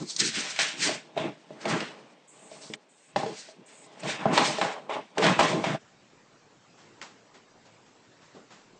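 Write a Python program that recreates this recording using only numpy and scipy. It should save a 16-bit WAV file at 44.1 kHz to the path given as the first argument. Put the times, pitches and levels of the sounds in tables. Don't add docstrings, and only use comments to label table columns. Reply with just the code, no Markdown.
import sys
import numpy as np
from scipy import signal
from scipy.fft import rfft, irfft, next_fast_len
from scipy.io import wavfile
from scipy.ndimage import uniform_filter1d, map_coordinates

SR = 44100
rng = np.random.default_rng(int(sys.argv[2]) if len(sys.argv) > 2 else 0)


def digitize_waveform(pressure):
    field = np.atleast_2d(pressure).T
    bounded = np.clip(field, -1, 1)
    quanta = np.round(bounded * 32767).astype(np.int16)
    wavfile.write(sys.argv[1], SR, quanta)


def natural_amplitude(level_db):
    exponent = np.asarray(level_db, float) / 20
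    return 10 ** exponent


N = 387706
T = np.arange(N) / SR
CUT_S = 5.775

# time in seconds, peak of the frame knock in dB,
# level of the claw crack in dB, strongest pitch in Hz.
BLOWS = [(0.198, -39, -56, 316), (0.216, -24.5, -19.5, 290), (0.288, -27.5, -36, 200),
         (0.372, -26.5, -41, 237), (0.561, -35, -27, 1270), (0.59, -19.5, -15, 840),
         (0.892, -19.5, -27, 637), (1.166, -17, -59, 596), (1.176, -14.5, -55, 620), (1.205, -23, -58, 171),
         (1.26, -25.5, -60, 180), (1.506, -28, -65, 635), (1.655, -18.5, -29.5, 720),
         (1.709, -16, -27, 1180), (1.726, -19, -40, 300), (1.805, -27, -25, 620), (2.515, -30, -50, 590),
         (2.701, -24.5, -48, 343), (2.737, -36, -50, 800), (3.161, -7.5, -23, 820), (3.201, -22, -60, 790),
         (3.233, -16, -53, 790), (3.238, -26, -62, 178), (3.263, -21.5, -36, 432), (3.487, -35, -46, 644),
         (4.034, -31, -36.5, 640), (4.09, -21, -37, 790), (4.256, -6.5, -38, 844), (4.262, -11, -67, 211),
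         (4.377, -4, -12, 1030), (4.585, -14.5, -30, 700), (4.614, -11.5, -23.5, 1010),
         (4.645, -26.5, -49, 630), (4.68, -22, -57, 820), (4.895, -22, -49, 790), (5.174, -16, -45, 750),
         (5.184, -15.5, -39, 437), (5.224, -15, -26, 870), (5.242, -13.5, -18.5, 607),
         (5.266, -17.5, -14.5, 1190), (5.392, -4, -26, 1110), (5.408, -8, -23, 990),
         (5.531, -21.5, -33, 630), (5.574, -18.5, -52, 304), (5.598, -17, -55, 300),
         (5.641, -12.5, -28, 946), (5.667, -18, -27, 800), (5.672, -18, -53, 247), (5.749, -18, -47, 695)]
# frequency in Hz, nominal width in Hz, relative level in dB.
SEAT_MODES = [(45, 84, -4), (151.3, 75, -1), (209, 62, 2), (335, 159, -1.5)]
# frequency in Hz, nominal width in Hz, relative level in dB.
LEG_MODES = [(424.4, 61, 1.4), (637.4, 100, 2.8), (790, 175, 3.44), (979, 137, -3.7), (1222, 162, -2.4)]
# time in seconds, stool level in dB, cloth level in dB.
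SHUFFLE = [(0, -62, -57), (1.0, -54.5, -62), (1.45, -58.5, -60), (1.58, -59, -56), (1.95, -52, -57.5),
           (2.3, -69, -64.5), (2.34, -55, -59.5), (2.75, -52, -56), (2.77, -92, -69), (3.07, -82, -61.5),
           (3.4, -62, -60), (3.6, -77, -64.5), (3.72, -56.5, -60.5), (3.92, -67, -56.5), (4.87, -56.5, -63),
           (5.1, -59.5, -61)]


def unit(x):
    return x / np.sqrt(np.mean(x ** 2) + 1e-20)


def along(points, hz):
    f, v = np.transpose(points)
    return np.interp(np.log(hz + 1), np.log(f + 1), v)


def curves(rows):
    s, *cols = np.transpose(rows)
    return [np.interp(T, s, c) for c in cols]


def filtered(x, response):
    m = next_fast_len(len(x) + 8192)
    return irfft(rfft(x, m) * response(np.fft.rfftfreq(m, 1 / SR)), m)[:len(x)]


def coloured(x, spectrum):
    return unit(filtered(x, lambda hz: natural_amplitude(along(spectrum, hz))))


def wobble(rate):
    return map_coordinates(rng.standard_normal(int(N * rate / SR) + 4), [T * rate])


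def grains(rate, spread_db, smooth):
    chance, size = rng.random(N), rng.exponential(size=N)
    sign, bed = rng.standard_normal(N), rng.standard_normal(N)
    height = natural_amplitude(spread_db * np.minimum(size, 2.5)) * np.sign(sign)
    contacts = unit((chance < rate / SR) * height)
    return unit(contacts + smooth * bed)


def patchy(x, depth_db):
    z = signal.stft(x, nperseg=512)[2]
    field = uniform_filter1d(rng.standard_normal(z.shape), size=3, axis=0)
    field = uniform_filter1d(field, size=9, axis=1)
    return unit(signal.istft(z * natural_amplitude(depth_db * unit(field)), nperseg=512)[1][:N])


def resonant(x, modes, twice=False):
    def mode(hz, centre, width, db):
        return natural_amplitude(db) * 1j * hz * width / (centre * centre - hz * hz + 1j * hz * width)

    def response(hz):
        if twice:
            return mode(hz, *modes[0]) ** 2
        return sum((-1) ** k * mode(hz, *m) for k, m in enumerate(modes))

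    return unit(filtered(x, response))


def bursts(rows, fade, bed_db, axis):
    swell_db, sag_db_per_s, release_db_per_s = fade
    stop_s = 2.757
    power = natural_amplitude(2 * bed_db)
    for row in rows:
        peak_s, rise_s, lasts_s = row[0], max(row[1], .002), max(row[2], 0)
        limit_s = stop_s if peak_s < stop_s else CUT_S + 1
        first = max(round((peak_s - 2 * rise_s) * SR), 0)
        last = round(min(peak_s + lasts_s + .5, limit_s) * SR)
        t = T[first:last] - peak_s
        fall_db = sag_db_per_s * np.minimum(t, lasts_s) + release_db_per_s * np.maximum(t - lasts_s, 0)
        loss_db = np.where(t < 0, -swell_db * t / rise_s, fall_db)
        power[first:last] += natural_amplitude(2 * (row[axis] - loss_db))
    return np.sqrt(power)


def still_air():
    # frequency in Hz, relative level per Hz in dB.
    tiled_spectrum = [(50, -46), (90, -35.5), (140, 1), (500, 2.5), (1000, -2.5), (3000, -22),
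                      (8500, -42.5), (9400, -20), (9550, -70.5)]
    # frequency in Hz, relative level per Hz in dB.
    bedroom_spectrum = [(15, -48), (28, -8), (60, -29), (115, -1), (400, -2.5), (900, -7.5), (3800, -17),
                        (7800, -19), (8050, -33), (8600, -31), (8800, -77)]
    tiled = natural_amplitude(-57.5 + 5.0 * wobble(3.11)) * coloured(rng.standard_normal(N), tiled_spectrum)
    bedroom = patchy(coloured(rng.standard_normal(N), bedroom_spectrum), depth_db=2.5)
    return tiled, natural_amplitude(-58.5 + .6 * wobble(4)) * bedroom


def tiled_room(x):
    # frequency in Hz, t60 in seconds.
    room_decay = [(150, 0.23), (1000, 0.38), (8000, 0.57)]
    hz, t, z = signal.stft(rng.standard_normal(SR // 2), SR, nperseg=256)
    fading = z * natural_amplitude(-60 * t / along(room_decay, hz)[:, None])
    tail = signal.istft(fading, SR, nperseg=256)[1]
    delayed = np.pad(x, (250, 0))
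    return signal.fftconvolve(delayed, tail / np.linalg.norm(tail))[:N]


def bedding():
    # start in seconds, crumple level in dB before trim, thump level in dB,
    # rise time constant in seconds, t60 in seconds.
    push_rows = [(6.7694, -42, -56, 0.022, 0.44), (7.014, -30.5, -49.5, 0.0059, 0.32),
                 (7.339, -39.5, -52.5, 0.0062, 0.24), (7.6494, -43.5, -59, 0.0085, 0.23),
                 (7.8594, -49, -65, 0.0054, 0.26), (8.2094, -47, -70, 0.0096, 0.74),
                 (8.345, -47, -43.5, 0.0085, 0.29), (8.503, -41.5, -57, 0.0037, 0.62)]
    # frequency in Hz, relative level per Hz in dB.
    cloth_spectrum = [(240, -42), (400, -11), (770, 8), (2500, 2.5), (7800, -4), (8050, -23), (8700, -18),
                      (9000, -74)]
    crumple_trim_db = -10.0
    crumple, thump = np.zeros(N), np.zeros(N)
    for start_s, crumple_db, thump_db, rise_s, t60_s in push_rows:
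        t = np.maximum(T - start_s, 0)
        shape = (1 - np.exp(-t / rise_s)) * natural_amplitude(-60 * t / t60_s)
        crumple += natural_amplitude(crumple_db + crumple_trim_db) * shape
        thump += natural_amplitude(thump_db) * shape
    for snap_s in (7.016, 7.028):
        crumple += natural_amplitude(-37.0 - 60 * np.abs(T - snap_s) / 0.0085)
    cloth = coloured(grains(rate=1300, spread_db=-4.0, smooth=3.1), cloth_spectrum)
    mattress_spectrum = [(80, -33), (180, -1.5), (450, -3.5), (1300, -18.5), (2500, -57)]
    mattress = coloured(rng.standard_normal(N), mattress_spectrum)
    return crumple * cloth + thump * mattress


def hisses():
    # start in seconds, length in seconds, level in dB.
    hiss_rows = [(2.273, 0.49, -53.5), (2.886, 0.24, -59.5), (3.654, 0.22, -54.5), (3.993, 0.02, -42.5)]
    # frequency in Hz, relative level per Hz in dB.
    hiss_spectrum = [(4500, -61), (6500, 2), (8000, 8), (9400, 7), (9550, -63)]
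    breath = np.zeros(N)
    for start_s, length_s, db in hiss_rows:
        onset = np.clip((T - start_s) / 0.011, 0, 1)
        ending = np.clip((start_s + length_s - T) / 0.007, 0, 1)
        breath += natural_amplitude(db) * onset * ending
    flutter = natural_amplitude(1.5 * wobble(25))
    return breath * flutter * patchy(coloured(rng.standard_normal(N), hiss_spectrum), depth_db=1.5)


def rubbing():
    # peak in seconds, rise in seconds (at least 2 ms is used),
    # drag time in seconds, scrape level in dB, fizz level in dB.
    stroke_rows = [(0, .01, 0, -50.5, -42), (.1, 0.049, 0, -62, -30.5), (.203, 0.018, 0.1, -29, -21.5),
                   (.356, 0.034, 0.32, -27.5, -27), (.51, 0.044, 0.023, -41, -32.5),
                   (.592, 0.00089, 0.04, -24.5, -25), (.619, 0.072, 0.11, -29, -31.5),
                   (.829, 0.043, 0.09, -24, -23), (1.18, 0.018, 0.082, -34, -52),
                   (1.614, 0.016, 0.008, -46, -44), (1.7, 0.049, 0.18, -31, -35),
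                   (2.53, 0.048, 0.19, -55, -48.5), (2.62, 0.018, 0.065, -57, -42.5),
                   (3.162, 0.003, 0.2, -40, -39), (3.374, 0.12, 0.11, -47.5, -41),
                   (3.69, 0.043, .25, -54, -58), (4.094, 0.063, 0.036, -29, -33.5),
                   (4.21, 0.061, 0.13, -38, -56), (4.335, 0.011, 0.16, -32.5, -34),
                   (4.376, 0.056, 0.08, -25, -32), (4.448, 0.012, 0.18, -28.5, -28),
                   (4.616, 0.0029, 0.1, -31.5, -39), (4.897, 0.0055, 0.033, -36, -62),
                   (4.935, 0.013, 0, -34, -53), (5.242, 0.045, 0.1, -22.5, -31.5),
                   (5.395, 0.0093, 0, -20.5, -26.5), (5.43, 0.013, 0.11, -25.5, -31.5),
                   (5.59, 0.043, 0.13, -40.5, -46), (5.641, 0.0053, 0.19, -31.5, -41),
                   (5.72, 0.2, 0.18, -43, -48)]
    # peak in seconds, scrape level in dB, fizz level in dB.
    flick_rows = [(0.164, -62, -24.5), (1.175, -32, -64), (1.655, -25.5, -39), (2.737, -29, -33),
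                  (4.614, -21, -52), (5.182, -18.5, -35.5)]
    # peak in seconds, rise in seconds,
    # drag time in seconds, level in dB.
    drag_rows = [(.593, 0.006, 0.017, -28.5), (1.7, 0.069, 0.14, -30), (4.21, 0.034, 0.03, -37.5),
                 (4.26, 0.011, 0.094, -34), (4.93, 0.025, 0.024, -45), (5.24, 0.023, 0.05, -22.5),
                 (4.39, 0.024, 0.053, -30.5), (4.62, 0.0042, 0.062, -30.5), (5.43, 0.029, 0.044, -27),
                 (5.645, .005, 0.14, -31.5)]
    # frequency in Hz, relative level per Hz in dB.
    scrape_spectrum = [(600, -43.5), (1150, -12.5), (1500, -2.5), (2250, 1), (3700, -3.5), (4200, -12),
                       (6500, -19.5), (9400, -23.5), (9550, -86)]
    # frequency in Hz, relative level per Hz in dB.
    fizz_spectrum = [(2500, -21.5), (4200, -1.5), (6000, -3.5), (8500, -9), (9400, -5.5), (9550, -47.5)]
    # frequency in Hz, relative level per Hz in dB.
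    drag_spectrum = [(500, -27), (900, 10), (1500, 18), (2200, 12), (2800, -50.5)]
    # swell in dB, sag in dB/s, release in dB/s
    scrape_fade, fizz_fade, flick_fade = (15.9, 63, 210), (17.6, 90, 237), (28, 0, 1900)
    no_bed_db = np.full(N, -120.)
    cloth_db = curves(SHUFFLE)[1]
    flicks = [(s, 0.002, 0, scrape_db, fizz_db) for s, scrape_db, fizz_db in flick_rows]
    claws = bursts(stroke_rows, scrape_fade, cloth_db, axis=3)
    claws += bursts(flicks, flick_fade, no_bed_db, axis=3)
    fur = bursts(stroke_rows, fizz_fade, cloth_db - 5, axis=4)
    fur += bursts(flicks, flick_fade, no_bed_db, axis=4)
    unevenness = wobble(45)
    scrape = patchy(coloured(grains(rate=700, spread_db=2.5, smooth=1.5), scrape_spectrum), depth_db=1.8)
    fizz = patchy(coloured(grains(rate=1200, spread_db=1, smooth=1.45), fizz_spectrum), depth_db=1.5)
    rasp = coloured(grains(rate=600, spread_db=5.5, smooth=1.1), drag_spectrum)
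    pads = bursts(drag_rows, scrape_fade, no_bed_db, axis=3) * rasp
    return pads + claws * natural_amplitude(0.074 * unevenness) * scrape + fur * natural_amplitude(2.0 * unevenness) * fizz


def rail_shares():
    near_db_per_octave = 6.5
    rail_blows = [blow for blow in BLOWS if blow[-1] > SEAT_MODES[-1][0] * 1.2]
    blow_s, *_, struck_hz = np.transpose(rail_blows)
    share = np.array([natural_amplitude(db - near_db_per_octave * np.abs(np.log2(hz / struck_hz)))
                      for hz, _, db in LEG_MODES[:-1]])
    share /= np.sqrt(np.sum(share ** 2, axis=0))
    last_blow = np.maximum(np.searchsorted(blow_s, T) - 1, 0)
    return share[:, last_blow]


def judder():
    # peak in seconds, rise in seconds (at least 2 ms is used),
    # judder time in seconds, seat thud level in dB, leg judder level in dB.
    jolt_rows = [(.012, 0.037, 0.02, -33.5, -44.5), (.228, 0.05, 0.042, -32.5, -56),
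                 (.39, 0.064, 0.017, -38, -40), (.46, 0.11, 0.19, -47, -43),
                 (.592, 0.0069, 0.26, -42.5, -37), (.843, 0.072, 0.038, -32, -46),
                 (.891, 0.063, 0.054, -34.5, -31.5), (1.185, 0.02, 0.058, -31.5, -29),
                 (1.267, 0.098, 0.023, -32, -35.5), (1.506, 0.0034, 0.018, -45, -55),
                 (1.66, 0.018, 0.14, -31.5, -34), (1.742, 0.11, 0.089, -27.5, -30),
                 (3.17, 0.008, 0.06, -31.5, -34), (3.3, 0.15, 0.021, -35.5, -40.5),
                 (3.594, 0.058, 0.03, -49.5, -74), (4.056, 0.044, 0.26, -31.5, -34.5),
                 (4.2, 0.29, 0, -42, -37.5), (4.28, 0.013, 0.11, -28.5, -34), (4.404, 0.17, 0.18, -24, -20),
                 (4.615, 0.0049, 0.042, -31, -23), (4.677, 0.053, 0.12, -54, -29.5),
                 (4.896, 0.0027, 0.1, -59, -27.5), (4.97, 0.066, 0, -37.5, -28),
                 (5.176, 0.0026, 0.02, -34, -23), (5.236, 0.041, 0.18, -19, -18),
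                 (5.393, 0.002, 0.17, -23.5, -19), (5.549, 0.11, 0.08, -24, -28),
                 (5.67, 0.018, 0.14, -28, -27.5)]
    seat_fade, legs_fade = (18, 90, 290), (15.8, 90, 450)
    slip_damping = 1.6
    stool_db = curves(SHUFFLE)[0]
    thud = bursts(jolt_rows, seat_fade, stool_db - 3, axis=3)
    shake = bursts(jolt_rows, legs_fade, stool_db, axis=4)
    slips = grains(rate=300, spread_db=1.0, smooth=1.47)
    seat = patchy(resonant(resonant(slips, SEAT_MODES[1:]), SEAT_MODES[1:]), depth_db=3.0)
    legs = np.zeros(N)
    for share, (hz, width_hz, _) in zip(rail_shares(), LEG_MODES):
        legs += share * resonant(slips, [(hz, slip_damping * width_hz, 0)], twice=True)
    return natural_amplitude(1.93 * wobble(40)) * (thud * seat + shake * unit(legs))


def blows():
    # frequency in Hz, relative level per Hz in dB.
    crack_spectrum = [(600, -47), (1500, 5.5), (4000, 3), (9000, -16.5), (11000, -120)]
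    knock, crack, t = np.zeros(N + SR), np.zeros(N + SR), np.arange(SR // 8) / SR
    hz, width_hz, level_db = np.transpose(SEAT_MODES + LEG_MODES)[:, :, None]
    decay = np.exp(-np.pi * .45 * width_hz * t)
    for s, knock_db, crack_db, pitch_hz in BLOWS:
        start = round(s * SR)
        uneven_db = 1.5 * rng.standard_normal(hz.shape)
        db_per_octave = np.where(hz > pitch_hz, 30, 15)
        strength = natural_amplitude(level_db + uneven_db - db_per_octave * np.abs(np.log2(hz / pitch_hz)))
        strength[0] = natural_amplitude(-8.5)
        detune = 1 + .04 * rng.standard_normal(hz.shape)
        ring = np.sum(strength * decay * np.sin(2 * np.pi * hz * detune * t), axis=0)
        ring *= 1 - np.exp(-t / 0.00072)
        knock[start:][:len(t)] += natural_amplitude(knock_db) * ring / np.abs(ring).max()
        crack[start:][:len(t)] += natural_amplitude(crack_db - 60 * t / 0.039) * rng.standard_normal(len(t))
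        crack[start] += natural_amplitude(crack_db + 11.5)
    white_rms = np.sqrt(np.mean(natural_amplitude(2 * along(crack_spectrum, np.linspace(0, SR / 2, 4096)))))
    bright = filtered(crack[:N], lambda hz: natural_amplitude(along(crack_spectrum, hz)))
    return knock[:N] + bright / white_rms


def scene():
    # frequency in Hz, gain in dB.
    scuffle_response = [(30, -36.5), (90, -14), (130, -3.5), (8600, -4), (8750, -18), (9400, -21),
                        (10050, 8), (10150, -97)]
    hits = blows()
    tiled_air, bedroom_air = still_air()
    echoes = natural_amplitude(-3.5) * tiled_room(hits)
    scuffle = judder() + rubbing() + hisses() + hits + echoes + tiled_air
    second = np.clip((T - CUT_S) / 0.054 + .5, 0, 1)
    heard = filtered((1 - second) ** 2 * scuffle, lambda hz: natural_amplitude(along(scuffle_response, hz)))
    return (heard + second * (bedroom_air + bedding()))[None]


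def low_pass(x):
    return signal.sosfilt(signal.butter(12, 10080, fs=SR, output="sos"), x)


def record(dry):
    mix = dry + natural_amplitude(-90) * rng.standard_normal(dry.shape)
    return low_pass(mix)


dry = scene()
out = record(dry)
digitize_waveform(out)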